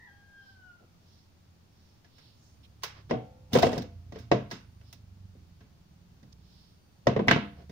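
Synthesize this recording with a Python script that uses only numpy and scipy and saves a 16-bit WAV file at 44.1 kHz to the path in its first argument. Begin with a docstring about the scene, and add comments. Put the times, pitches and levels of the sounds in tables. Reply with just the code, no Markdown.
"""Steady hiss and a thin electronic whine first; outside, a far rooster ends its crow and an engine slows down.
Place: a bench in a small room, two microphones near the work. Soft rubs and thumps, wire snips, an iron shoved
into its coil stand, then cutters dropped on the booming bench top. Air, friction and rubs are shaped noise;
engine, crow and whine are sums of harmonics; each contact is decaying modes plus noise bursts, and walls add
short echoes."""
import sys
import numpy as np
from scipy import signal
from scipy.fft import rfft, irfft, next_fast_len
from scipy.io import wavfile
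from scipy.ndimage import map_coordinates

SR = 44100
rng = np.random.default_rng(int(sys.argv[2]) if len(sys.argv) > 2 else 0)


def waveform_to_disk(signal):
    """Save audio, clipped to [-1, 1], as 16-bit WAV at the path in sys.argv[1]."""
    frames = np.transpose(np.atleast_2d(signal))
    scaled = np.clip(frames, -1, 1) * 32767
    samples = np.round(scaled).astype(np.int16)
    wavfile.write(sys.argv[1], SR, samples)


N = 340011
TIME = np.arange(N) / SR  # s
AGE = np.arange(SR // 2) / SR  # s since one contact, half a second long


def amp(db):
    """Decibels to gain."""
    return 10 ** (np.asarray(db) / 20)


def unit(x):
    """Scaled to rms 1."""
    return x / np.sqrt(np.mean(x ** 2) + 1e-20)


def along(points, hz):
    """Value at hz, from (f/Hz, value) points on a log frequency axis."""
    f, v = np.transpose(points)
    return np.interp(np.log(hz + 1), np.log(f + 1), v)


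def curves(rows):
    """One value per sample for each column after the time."""
    s, *cols = np.transpose(rows)
    return [np.interp(TIME, s, c) for c in cols]


def wobble(rate):
    """A smooth random curve, rate knots a second."""
    knots = rng.standard_normal(int(N * rate / SR) + 4)
    return map_coordinates(knots, [TIME * rate])


def filtered(x, response):
    """x times a response of frequency."""
    size = x.shape[-1]
    m = next_fast_len(size + 2048)  # padding keeps the end from wrapping onto the start
    return irfft(rfft(x, m) * response(np.fft.rfftfreq(m, 1 / SR)), m)[..., :size]


def noise(spectrum, alike, size):
    """Stereo noise of rms 1; the mid-side balance sets how alike the microphones are at each frequency."""
    def mid_side(hz):
        turn = np.arccos(np.clip(along(alike, hz), -1, 1)) / 2
        return amp(along(spectrum, hz)) * np.array([np.cos(turn), np.sin(turn)])

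    mid, side = filtered(rng.standard_normal((2, size)), mid_side)
    return unit(np.array([mid + side, mid - side]))


# decay of the small room: f/Hz, t60/s
ROOM_DECAY = [(100, .42), (300, 0.29), (1000, 0.31), (3000, 0.4), (6000, 0.23), (10000, 0.19), (16000, .18)]


def room(x):
    """A diffuse tail in which each frequency dies at its own speed."""
    hz, t, z = signal.stft(rng.standard_normal((2, SR // 2)), SR, nperseg=256)
    decay = amp(-60 * t / along(ROOM_DECAY, hz)[:, None])
    tail = signal.istft(z * decay, SR, nperseg=256)[1]
    return signal.fftconvolve(np.atleast_2d(x), tail / np.linalg.norm(tail[0]), axes=1)[:, :N]


# steady air: f/Hz, relative level/dB per Hz
AIR_SPECTRUM = [(25, -11.5), (45, -16), (85, -2), (140, -11.5), (190, -11), (260, -15.5), (460, -23),
                (800, -24.5), (2000, -31.5), (5400, -32), (6800, -36), (8200, -44.5), (13000, -45.5),
                (15000, -36), (15900, -44.5)]
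# the air at the two microphones: f/Hz, left-right likeness
AIR_LIKENESS = [(60, 0.89), (240, 0.54), (950, -0.031), (3770, -0.02), (15000, -0.17)]
# sounds other than the air at the two microphones: f/Hz, left-right likeness
SOUND_LIKENESS = [(150, .96), (300, .88), (450, .6), (700, .3), (1200, .05), (10000, -.1)]
# wisps of hiss with a narrow squeak, and one very short high ping:
# centre t/s, half-length/s, f/Hz, level/dB before fading and left-right tilt
HISS_WISPS = [(0.491, 0.23, 4470, -68), (1.147, 0.24, 4900, -67), (1.855, .33, 4880, -72),
              (2.247, 0.29, 4180, -63.5), (2.465, .22, 5900, -69), (2.649, .035, 3430, -60),
              (4.894, 0.12, 4530, -66.5), (6.329, .01, 5200, -55), (6.58, 0.35, 4600, -65)]
WISP_TONE_HZ, WISP_TONE_DB = 5200, -7.5  # the narrow squeak in each row, level against its hiss
# centres of the whine's swells: t/s
WHINE_SWELLS = [2.53, 4.65, 6.82, 7.5]
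WHINE_HZ, WHINE_DB = 9055, -87  # second harmonic and overall level between swells
SWELL_WIDTH_S, SWELL_HZ, SWELL_DB = .2, 125, 5.5  # each swell lifts pitch and level together


def wisps():
    """Wisps of hiss with a narrow squeak, and one very short high ping, all leaning to the right."""
    out = np.zeros((2, N))
    squeak_band = [(1.03 * WISP_TONE_HZ, -80), (WISP_TONE_HZ, 0), (1.09 * WISP_TONE_HZ, -80)]
    for s, length, hz, db in HISS_WISPS:
        size = int(2 * length * SR)
        hiss_band = [(hz / 2, -22), (hz * 0.67, -5), (hz * 0.55, -7), (hz * 1.13, 0), (hz * 1.55, -25)]
        hiss = noise(hiss_band, SOUND_LIKENESS, size)
        squeak = noise(squeak_band, SOUND_LIKENESS, size)
        wisp = unit(hiss + amp(WISP_TONE_DB) * squeak) * np.hanning(size) ** 2
        out[:, int((s - length) * SR):][:, :size] += amp(db) * wisp * amp([[-3], [2]])
    return out


def whine():
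    """A thin electronic tone of three harmonics, slightly unsteady, that swells now and then."""
    swell = sum(np.exp(-((TIME - s) / SWELL_WIDTH_S) ** 2) for s in WHINE_SWELLS)
    hz, db = WHINE_HZ + SWELL_HZ * swell, WHINE_DB + SWELL_DB * swell
    phase = np.pi * np.cumsum(hz + 8 * wobble(40)) / SR  # the fundamental lies an octave below hz
    fundamental = amp(1.5 + 2.1 * wobble(2.2)) * np.sin(phase)
    return amp(db) * unit(fundamental + np.sin(2 * phase) + amp(-4.5) * np.sin(3 * phase))


def background():
    """Nearly steady air noise with the wisps and the whine."""
    air = amp(-61.5 + 0.31 * wobble(6)) * noise(AIR_SPECTRUM, AIR_LIKENESS, N)
    return air + wisps() + whine()


# the hoarse high note breaks to a held one, which sags ever faster and dies away
HIGH_HZ, HELD_HZ, SAG_HZ_PER_S2 = 952, 808, 380
BREAK_S, BREAK_TIME_S, SAG_FROM_S, RELEASE_S = .07, 0.0091, 0.22, 0.67
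CROW_DB, HIGH_NOTE_DB, CROW_FADE_DB_PER_S, RELEASE_DB_PER_S = -57, 6.5, 3, 83


def crow():
    """Pitch and level of the crow: high note, break, sagging held note, release."""
    high = (1 - np.tanh((TIME - BREAK_S) / BREAK_TIME_S)) / 2
    sag = SAG_HZ_PER_S2 * np.clip(TIME - SAG_FROM_S, 0, 1) ** 2
    hz = HELD_HZ + (HIGH_HZ - HELD_HZ) * high - sag
    release = RELEASE_DB_PER_S * np.maximum(TIME - RELEASE_S, 0)
    return hz, CROW_DB + HIGH_NOTE_DB * high - CROW_FADE_DB_PER_S * TIME - release


# the rooster's voice: harmonic, relative level/dB before its wobble
VOICE_HARMONICS = [(1, -10.5), (2, 1), (3, -33), (4, -10)]


def rooster():
    """The falling end of a far crow, hoarse at first, dulled by distance and blurred by echoes."""
    hz, db = crow()
    hoarse = .006 + .03 * np.exp(-TIME / .08)  # relative pitch jitter
    phase = 2 * np.pi * np.cumsum(hz * (1 + hoarse * wobble(250))) / SR
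    voice = unit(sum(amp(level + 3.4 * wobble(8.74)) * np.sin(round(k) * phase)
                     for k, level in VOICE_HARMONICS))
    call = filtered(amp(db) * voice, lambda f: amp(along([(3000, -0.5), (3800, -14.5)], f)))
    return amp(-5.5) * call + amp(-3.5) * room(call)


# the engine runs down evenly to its idle (cycles a second, before a small random jitter)
START_HZ, SLOWING_HZ_PER_S, IDLE_HZ = 49.36, 5, 18.5
# exhaust colour: f/Hz, relative level/dB
EXHAUST_COLOUR = [(30, -27), (55, -8), (75, -3), (105, -2), (135, -5), (175, -6), (230, -20), (400, -33.5),
                  (900, -68.5)]
# engine loudness: t/s, level/dB of the drone before left-right tilt
ENGINE_LOUDNESS = [(0, -74.5), (1, -67), (2, -67.5), (3, -55), (4, -48.5), (5.5, -54), (5.8, -60.5),
                   (6.3, -56.5), (6.9, -64.5), (7.71, -52.5)]


def engine():
    """Wavering exhaust harmonics, second to tenth, over a rumble, as heard through the wall."""
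    rate = np.maximum(START_HZ - SLOWING_HZ_PER_S * TIME, IDLE_HZ)
    db, = curves(ENGINE_LOUDNESS)
    phase = 2 * np.pi * np.cumsum(rate * (1 + 0.02046 * wobble(14))) / SR
    orders_db = [1.5, 1.5, 1.5, -6, -20.5, -2.0, -3.0, 0.5, -1.0]
    drone = 0
    for k, level in enumerate(orders_db, 2):
        strength = amp(level + along(EXHAUST_COLOUR, k * rate) + 3.2 * wobble(4))
        drone = drone + strength * np.cos(k * phase + .5 * wobble(2.5))
    drone = unit(drone * amp(2.5 * wobble(28)))
    rumble = noise(EXHAUST_COLOUR, SOUND_LIKENESS, N)
    return amp(db) * (drone + amp(-11.5) * rumble) * amp([[-1.2], [1.2]])


# soft rubs, lead-ins to contacts and dull thumps on the bench:
# centre t/s, half-length/s, low level/dB, high level/dB, both before fading
RUBS_AND_THUMPS = [(.829, 0.07, -60, -82), (2.977, 0.1, -62.5, -58.5), (3.103, 0.014, -41, -44.5),
                   (4.166, 0.072, -57.5, -57.5), (7.065, .014, -44, -66), (7.278, .012, -27.5, -50),
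                   (7.307, .01, -25, -34), (7.609, 0.094, -56, -65)]


def rubs_and_thumps():
    """Soft rubs, lead-ins to contacts and dull thumps on the bench: low shuffle and dry swish."""
    out = np.zeros((2, N + SR))
    shuffle_band = [(80, -3), (170, -0.5), (700, -3.5), (1500, -38), (5000, -47)]
    swish_band = [(500, -24.0), (1000, 1), (5500, -11.5), (8000, -41.0)]
    for s, length, low_db, high_db in RUBS_AND_THUMPS:
        size = int(2 * length * SR)
        shuffle = amp(low_db) * noise(shuffle_band, SOUND_LIKENESS, size)
        swish = amp(high_db) * noise(swish_band, SOUND_LIKENESS, size)
        out[:, int((s - length) * SR):][:, :size] += (shuffle + swish) * np.hanning(size) ** 2
    return out[:, :N]


# snips and light clicks of steel: t/s, level/dB before the mix, brightness/dB,
# share passed to the bench/dB, pitch f/Hz, contact time/s
STEEL_CLICKS = [(2.045, -62, -13, -6, 1690, 0.0011), (2.181, -57, -2, -24, 1650, 0.0042),
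                (2.833, -31, 0.5, -28.5, 947, 0.0022), (3.109, -40, -45, -13, 2053, 0.00025),
                (3.531, -33, 6.5, 8, 2805, 0.0034), (3.585, -34, 0, 2.5, 3140, 0.003),
                (3.624, -32.5, -4, -2.5, 1553, .0005), (3.7781, -43, -1.5, 6.5, 1610, 0.00054),
                (3.82, -52.5, 0, 2.5, 1630, 0.00055), (4.185, -49, 1.5, -6.5, 1600, 0.0084),
                (4.511, -35, -5.5, -8, 1666, 0.0048), (4.812, -65.5, -23, -12, 2740, 0.00036),
                (4.927, -56, 10.5, -6, 2715, 0.00057), (5.605, -59.5, -22, 3, 1602, 0.0045)]
GRIND_DB, GRIND_S = -22.5, 0.0095  # level against the click's, and width of the swell around it


def grinding():
    """A short soft grinding swells around each steel click."""
    swells = sum(amp(db + GRIND_DB) * np.exp(-((TIME - s) / GRIND_S) ** 2) for s, db, *_ in STEEL_CLICKS)
    grain = unit(amp(2.8 * wobble(300)))
    grind = noise([(500, -25), (1200, -3), (5000, -3.5), (8000, -17)], SOUND_LIKENESS, N)
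    return swells * grain * grind


# blunt knocks on bench and stand: t/s, level/dB before the mix, hardness/dB, pitch f/Hz
BLUNT_KNOCKS = [(3.1089, -26, -2, 466), (3.1368, -31.5, -41, 426), (3.552, -20.5, -10, 495),
                (3.56, -22.5, -9, 496), (3.6294, -17.5, 0, 687), (3.666, -26, -6, 520),
                (3.729, -35.5, 14, 609), (3.767, -35, -24, 550), (3.839, -49.5, -16, 517),
                (4.122, -48.5, 15, 590), (4.158, -46.5, 10, 440), (4.3151, -16.5, -1.5, 558),
                (5.35, -68.5, -4, 482), (6.229, -62.5, 22, 300), (7.069, -16.5, -1, 558),
                (7.163, -24, -12.5, 457), (7.192, -24, -20, 476), (7.36, -29.5, -3.5, 462),
                (7.695, -54.5, 22, 448)]
# the cutters land on one jaw, then fall flat: t/s, level/dB before the mix, pitch f/Hz
CUTTER_DROPS = [(7.2821, -19, 1994), (7.3109, -16.5, 1600)]
# part levels of each kind of contact: thud, knock, clack, tick, fizz (level/dB)
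KNOCK_PARTS = [-13, 0.5, -11, -22.5, -45.5]
CLICK_PARTS = [0.5, -6, -0.5, -0.5, -12]
DROP_PARTS = [-4.5, -10, 0.5, -16, -33]
# gain of those five parts per dB of hardness, of brightness and of bench share (dB per dB)
HARDNESS_GAIN = [0, 0.052, 0.25, 0.7, 1.15]
BRIGHTNESS_GAIN = [0.064, 0, 0, .35, 1]
BENCH_SHARE_GAIN = [1, 0.25, 0, 0.096, 0]
THUD_GROWTH = 0.63  # the heavy bench top gains less than a dB per dB of blow
KNOCK_CLACK_HZ, STEEL_KNOCK_HZ = 1907, 680  # the tool's pitch in a knock; the bench's pitch under steel
KNOCK_TIME_S, DROP_TIME_S = 0.00066, .0003  # how long these contacts take to build up


def blows():
    """Every contact as (t/s, five part levels/dB, knock f/Hz, clack f/Hz, contact time/s); hard is bright."""
    out = []
    for s, db, hardness, hz in BLUNT_KNOCKS:
        force = np.array([THUD_GROWTH * db, db, db, db, db])
        parts = force + KNOCK_PARTS + hardness * np.array(HARDNESS_GAIN)
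        out.append((s, parts, hz, KNOCK_CLACK_HZ, KNOCK_TIME_S))
    for s, db, brightness, bench_db, hz, contact_time in STEEL_CLICKS:
        colour = brightness * np.array(BRIGHTNESS_GAIN) + bench_db * np.array(BENCH_SHARE_GAIN)
        out.append((s, db + colour + CLICK_PARTS, STEEL_KNOCK_HZ, hz, contact_time))
    for s, db, hz in CUTTER_DROPS:
        out.append((s, db + np.array(DROP_PARTS), STEEL_KNOCK_HZ, hz, DROP_TIME_S))
    return out


def blow(x):
    """Scaled to rms 1 over its first 20 ms."""
    return x / np.sqrt(np.mean(x[:, :SR // 50] ** 2) + 1e-20)


def ring(modes, scatter_db, detune, rise):
    """Struck modes at new strengths; the higher ones reach the two microphones out of step."""
    hz, db, t60 = np.transpose(modes)
    size, shift, side = rng.standard_normal((3, len(hz)))
    lag = np.arccos(np.clip(along(SOUND_LIKENESS, hz), -1, 1)) / 2 * np.sign(side)
    pitch = 2j * np.pi * hz * (1 + detune * shift)
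    waves = np.exp(AGE * (pitch - np.log(1000) / t60)[:, None])
    strengths = amp(db + scatter_db * size) * np.exp(1j * np.outer([1, -1], lag))
    return blow((strengths @ waves).imag * (1 - np.exp(-AGE / rise)))


def bursts(spectrum, t60, room_db, rise, count):
    """One noise burst per contact: a quick decay, then the room's slower one."""
    loudest_hz = max(spectrum, key=lambda point: point[1])[0]
    room_t60 = along(ROOM_DECAY, loudest_hz)
    decay = amp(-60 * AGE / t60) + amp(room_db - 60 * AGE / room_t60)
    shape = decay * (1 - np.exp(-AGE / rise))
    source = noise(spectrum, SOUND_LIKENESS, N)
    return [blow(source[:, i:i + len(AGE)] * shape) for i in rng.integers(0, N - len(AGE), count)]


# echoes off bench and gear: left delay t/s, right delay t/s, level/dB against the direct sound
NEAR_ECHOES = [(.0011, .0008, -14.5), (.0024, .0019, -13), (.0035, .0031, -12.5), (.0046, .0053, -11.5),
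               (.0074, .0067, -13), (.0095, .0102, -18)]


def walls(x):
    """Nearby surfaces return each sound within milliseconds, by another path to each microphone."""
    left, right, db = np.transpose(NEAR_ECHOES)
    echo = np.zeros((2, SR // 40))
    echo[:, 0] = 1
    delays = np.clip(np.array([left, right]) * SR, 1, echo.shape[1] - 1).astype(int)
    echo[[[0], [1]], delays] = amp(db)
    return signal.fftconvolve(x, echo / np.linalg.norm(echo[0]), axes=1)[:, :x.shape[1]]


# modes, before scatter and detuning: f/Hz, relative level/dB, t60/s
BENCH_TOP = [(124.66, 0.5, 0.36), (169, -7, .28), (204, -5, 0.47), (239, 2.5, 0.23), (259.2, -1.5, 0.25),
             (298, -10.5, 0.42), (352.8, -9.5, 0.24), (436, -9.5, 0.2995), (478, -18, 0.44),
             (510.5, -15, 0.13), (690, -19.5, 0.65)]
HOLLOW_PANEL = [(344.4, -4.5, 0.1), (445, -5, 0.18), (524.4, 2.5, 0.026), (624.3, -5.5, 0.086),
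                (691.4, -3.5, .1), (765, -11.5, .1), (985, -8.5, .07), (1047, -11.5, 0.05)]  # the bench's hollow knock
STEEL_TOOL = [(1220, -6, .06), (1583, 3, .07), (1936, 2.5, 0.051), (1997, -3.5, .09), (2150, -1, .06),
              (2985, -5.5, 0.1), (3250, -9, 0.1), (3460, -12, 0.082)]
STEEL_JAWS = [(3480, -2, .12), (3920, 1.5, 0.18), (4240, -1, .1), (4600, 0, 0.16), (5290, -5, .14),
              (5400, 4, .12), (6300, -8, .07)]  # the thin high ring of the steel
# noise of each part of a contact: f/Hz, relative level/dB per Hz
THUD_NOISE = [(25, -36.5), (50, -27), (90, -9), (125, 0.5), (148, 0), (175, -2), (260, -6.5), (380, -20),
              (900, -71)]
KNOCK_NOISE = [(150, -40.5), (320, -4), (500, 3), (700, -4), (830, -14), (1100, -9.5), (1600, -34),
               (4000, -71)]
CLACK_NOISE = [(400, -39), (800, -6), (980, 0.5), (1130, -2.5), (1550, 1), (1750, -4.5), (2000, 0),
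               (2500, -4), (3100, -5), (4500, -18), (9000, -64.5)]
TICK_NOISE = [(1500, -37), (3500, 0.5), (4700, -0.5), (5500, 1), (6600, -6.5), (7800, -16.5),
              (10000, -54.5)]
FIZZ_NOISE = [(5000, -39.5), (8000, -7), (10500, -4), (13000, -12), (14900, 2), (15500, 5), (16000, -16.5)]
STEEL_RING_DB = -5.5  # the struck spot's pitch within a clack


def contacts():
    """Each contact cracks, rings the tool and shakes the bench top; a slow contact swells, not snaps."""
    hits = blows()
    thuds = bursts(THUD_NOISE, t60=0.12, room_db=-5.5, rise=.003, count=len(hits))
    knocks = bursts(KNOCK_NOISE, t60=.05, room_db=-10, rise=0.0027, count=len(hits))
    clacks = bursts(CLACK_NOISE, t60=0.023, room_db=-13, rise=0.0011, count=len(hits))
    ticks = bursts(TICK_NOISE, t60=0.022, room_db=-16.5, rise=0.00073, count=len(hits))
    fizzes = bursts(FIZZ_NOISE, t60=0.029, room_db=-17.5, rise=.0005, count=len(hits))
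    wood, steel = np.zeros((2, 2, N + SR))
    for k, (s, parts_db, knock_hz, clack_hz, contact_time) in enumerate(hits):
        thud_gain, knock_gain, clack_gain, tick_gain, fizz_gain = amp(parts_db)
        swell = 1 - np.exp(-AGE / max(contact_time, 1e-4))
        boom = ring(BENCH_TOP, scatter_db=3.0, detune=0.012, rise=0.0035)
        thud = amp(-4.5) * boom + amp(-5) * thuds[k]
        # the spot that is struck gives each blow its own short-lived pitch
        bench_spot = ring([(knock_hz, 0, .03)], scatter_db=1, detune=0.0057, rise=.01)
        panel = ring(HOLLOW_PANEL, scatter_db=4.0, detune=0.018, rise=0.0015)
        knock = amp(-4) * bench_spot + amp(-5.5) * panel + amp(-5.5) * knocks[k]
        spot_modes = [(clack_hz, 0, .03), (1.09 * clack_hz, -4, .025)]
        tool_spot = ring(spot_modes, scatter_db=-2, detune=0.0031, rise=0.0015)
        tool = ring(STEEL_TOOL, scatter_db=0, detune=0.0092, rise=0.00092)
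        clack = amp(STEEL_RING_DB) * tool_spot + amp(-10) * tool + amp(-5.0) * clacks[k]
        jaws = ring(STEEL_JAWS, scatter_db=3.5, detune=0.012, rise=.001)
        tick = amp(-14.5) * jaws + amp(-1.0) * ticks[k]
        span = slice(round(s * SR), round(s * SR) + len(AGE))
        wood[:, span] += swell * (thud_gain * thud + knock_gain * knock)
        steel[:, span] += swell * (clack_gain * clack + tick_gain * tick + fizz_gain * fizzes[k])
    return wood[:, :N] + walls(steel[:, :N])


# the stand's coil, before scatter and detuning: f/Hz, relative level/dB, t60/s
COIL_MODES = [(468, 1.5, 0.38), (510, -16.5, 1.4), (560, -19.5, 1.1), (644, 2, .3), (746, 0, 0.44),
              (808, -23, 0.97), (883, -25.5, 1.5), (1380, -35, 1.3), (2050, -24.5, .3), (2700, -25, .3),
              (3210, -20.5, .36), (5226, -33, .25)]
# the iron strikes the coil: t/s, level/dB
COIL_STRIKES = [(3.112, -35), (3.56, -33.5), (3.631, -27.5)]
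SEATED = 3.82  # the iron comes to rest and damps the coil (s)


def spring():
    """The coil of the stand sings on after each strike until the iron is seated."""
    out = np.zeros((2, N))
    for s, db in COIL_STRIKES:
        coil = ring(COIL_MODES, scatter_db=1, detune=.001, rise=.002)
        out[:, round(s * SR):][:, :len(AGE)] += amp(db) * coil
    return out * amp(-200 * np.maximum(TIME - SEATED, 0))


SHOVE_RISE_DB_PER_S, SHOVE_SAG_DB_PER_S, SHOVE_STOP_DB_PER_S = 900, 101, 1199


def shove(s, length, db):
    """Friction of one shove: it grips quickly, eases as the iron moves, and stops."""
    age = TIME - s
    rise = SHOVE_RISE_DB_PER_S * np.minimum(age, 0)
    sag = SHOVE_SAG_DB_PER_S * np.maximum(age, 0)
    stop = SHOVE_STOP_DB_PER_S * np.maximum(age - length, 0)
    return amp(db + rise - sag - stop)


# shoves of the iron into its stand: t/s, length/s, peak friction level/dB before the mix
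IRON_SHOVES = [(3.555, 0.054, -22), (3.628, .065, -27.5), (3.719, 0.073, -39)]


def slide():
    """The iron judders along its stand: slips drum on the bench and rasp in the metal."""
    friction = sum(shove(*row) for row in IRON_SHOVES)
    slips = friction * unit(amp(3.7 * wobble(170)))
    drum_band = [(25, -34.0), (50, -38.0), (120, -4.5), (165, 6.0), (220, -15), (260, -3.5),
                 (350, -8.0), (510, -2.0), (720, -6), (1200, -15.5), (3000, -46.0)]
    rasp_band = [(600, -26.5), (1150, -7.5), (1550, -2), (2200, 0), (3200, 0.5),
                 (5500, -6.5), (8000, -12.5), (13000, -27.5), (15000, -17.5), (16000, -24)]
    drum = slips * noise(drum_band, SOUND_LIKENESS, N)
    rasp = walls(slips * noise(rasp_band, SOUND_LIKENESS, N))
    dry = amp(1.0) * drum + amp(-11.0) * rasp
    return dry + amp(-11.0) * room(dry)


# lean of the bench sounds between the microphones: f/Hz, left minus right level/dB
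BENCH_LEAN = [(100, -1.5), (300, 0.5), (440, 0.5), (570, 2), (780, 3), (1200, -2), (2500, -3.5),
              (5300, -10), (7000, -6), (9000, 4.5), (15000, -0.5)]


def scene():
    """The bench sounds reach each microphone with its own colour; the rest is added as it is."""
    bench = rubs_and_thumps() + grinding() + contacts() + spring() + slide()
    bench = filtered(bench, lambda hz: amp(np.outer([.5, -.5], along(BENCH_LEAN, hz))))
    return background() + rooster() + engine() + bench


TOP_HZ = 15900  # band limit of the microphone chain


def record(dry):
    """A steep low-pass leaves almost nothing above the band limit."""
    return filtered(dry, lambda hz: 1 / (1 + (hz / TOP_HZ) ** 120))


dry = scene()
out = record(dry)
waveform_to_disk(out)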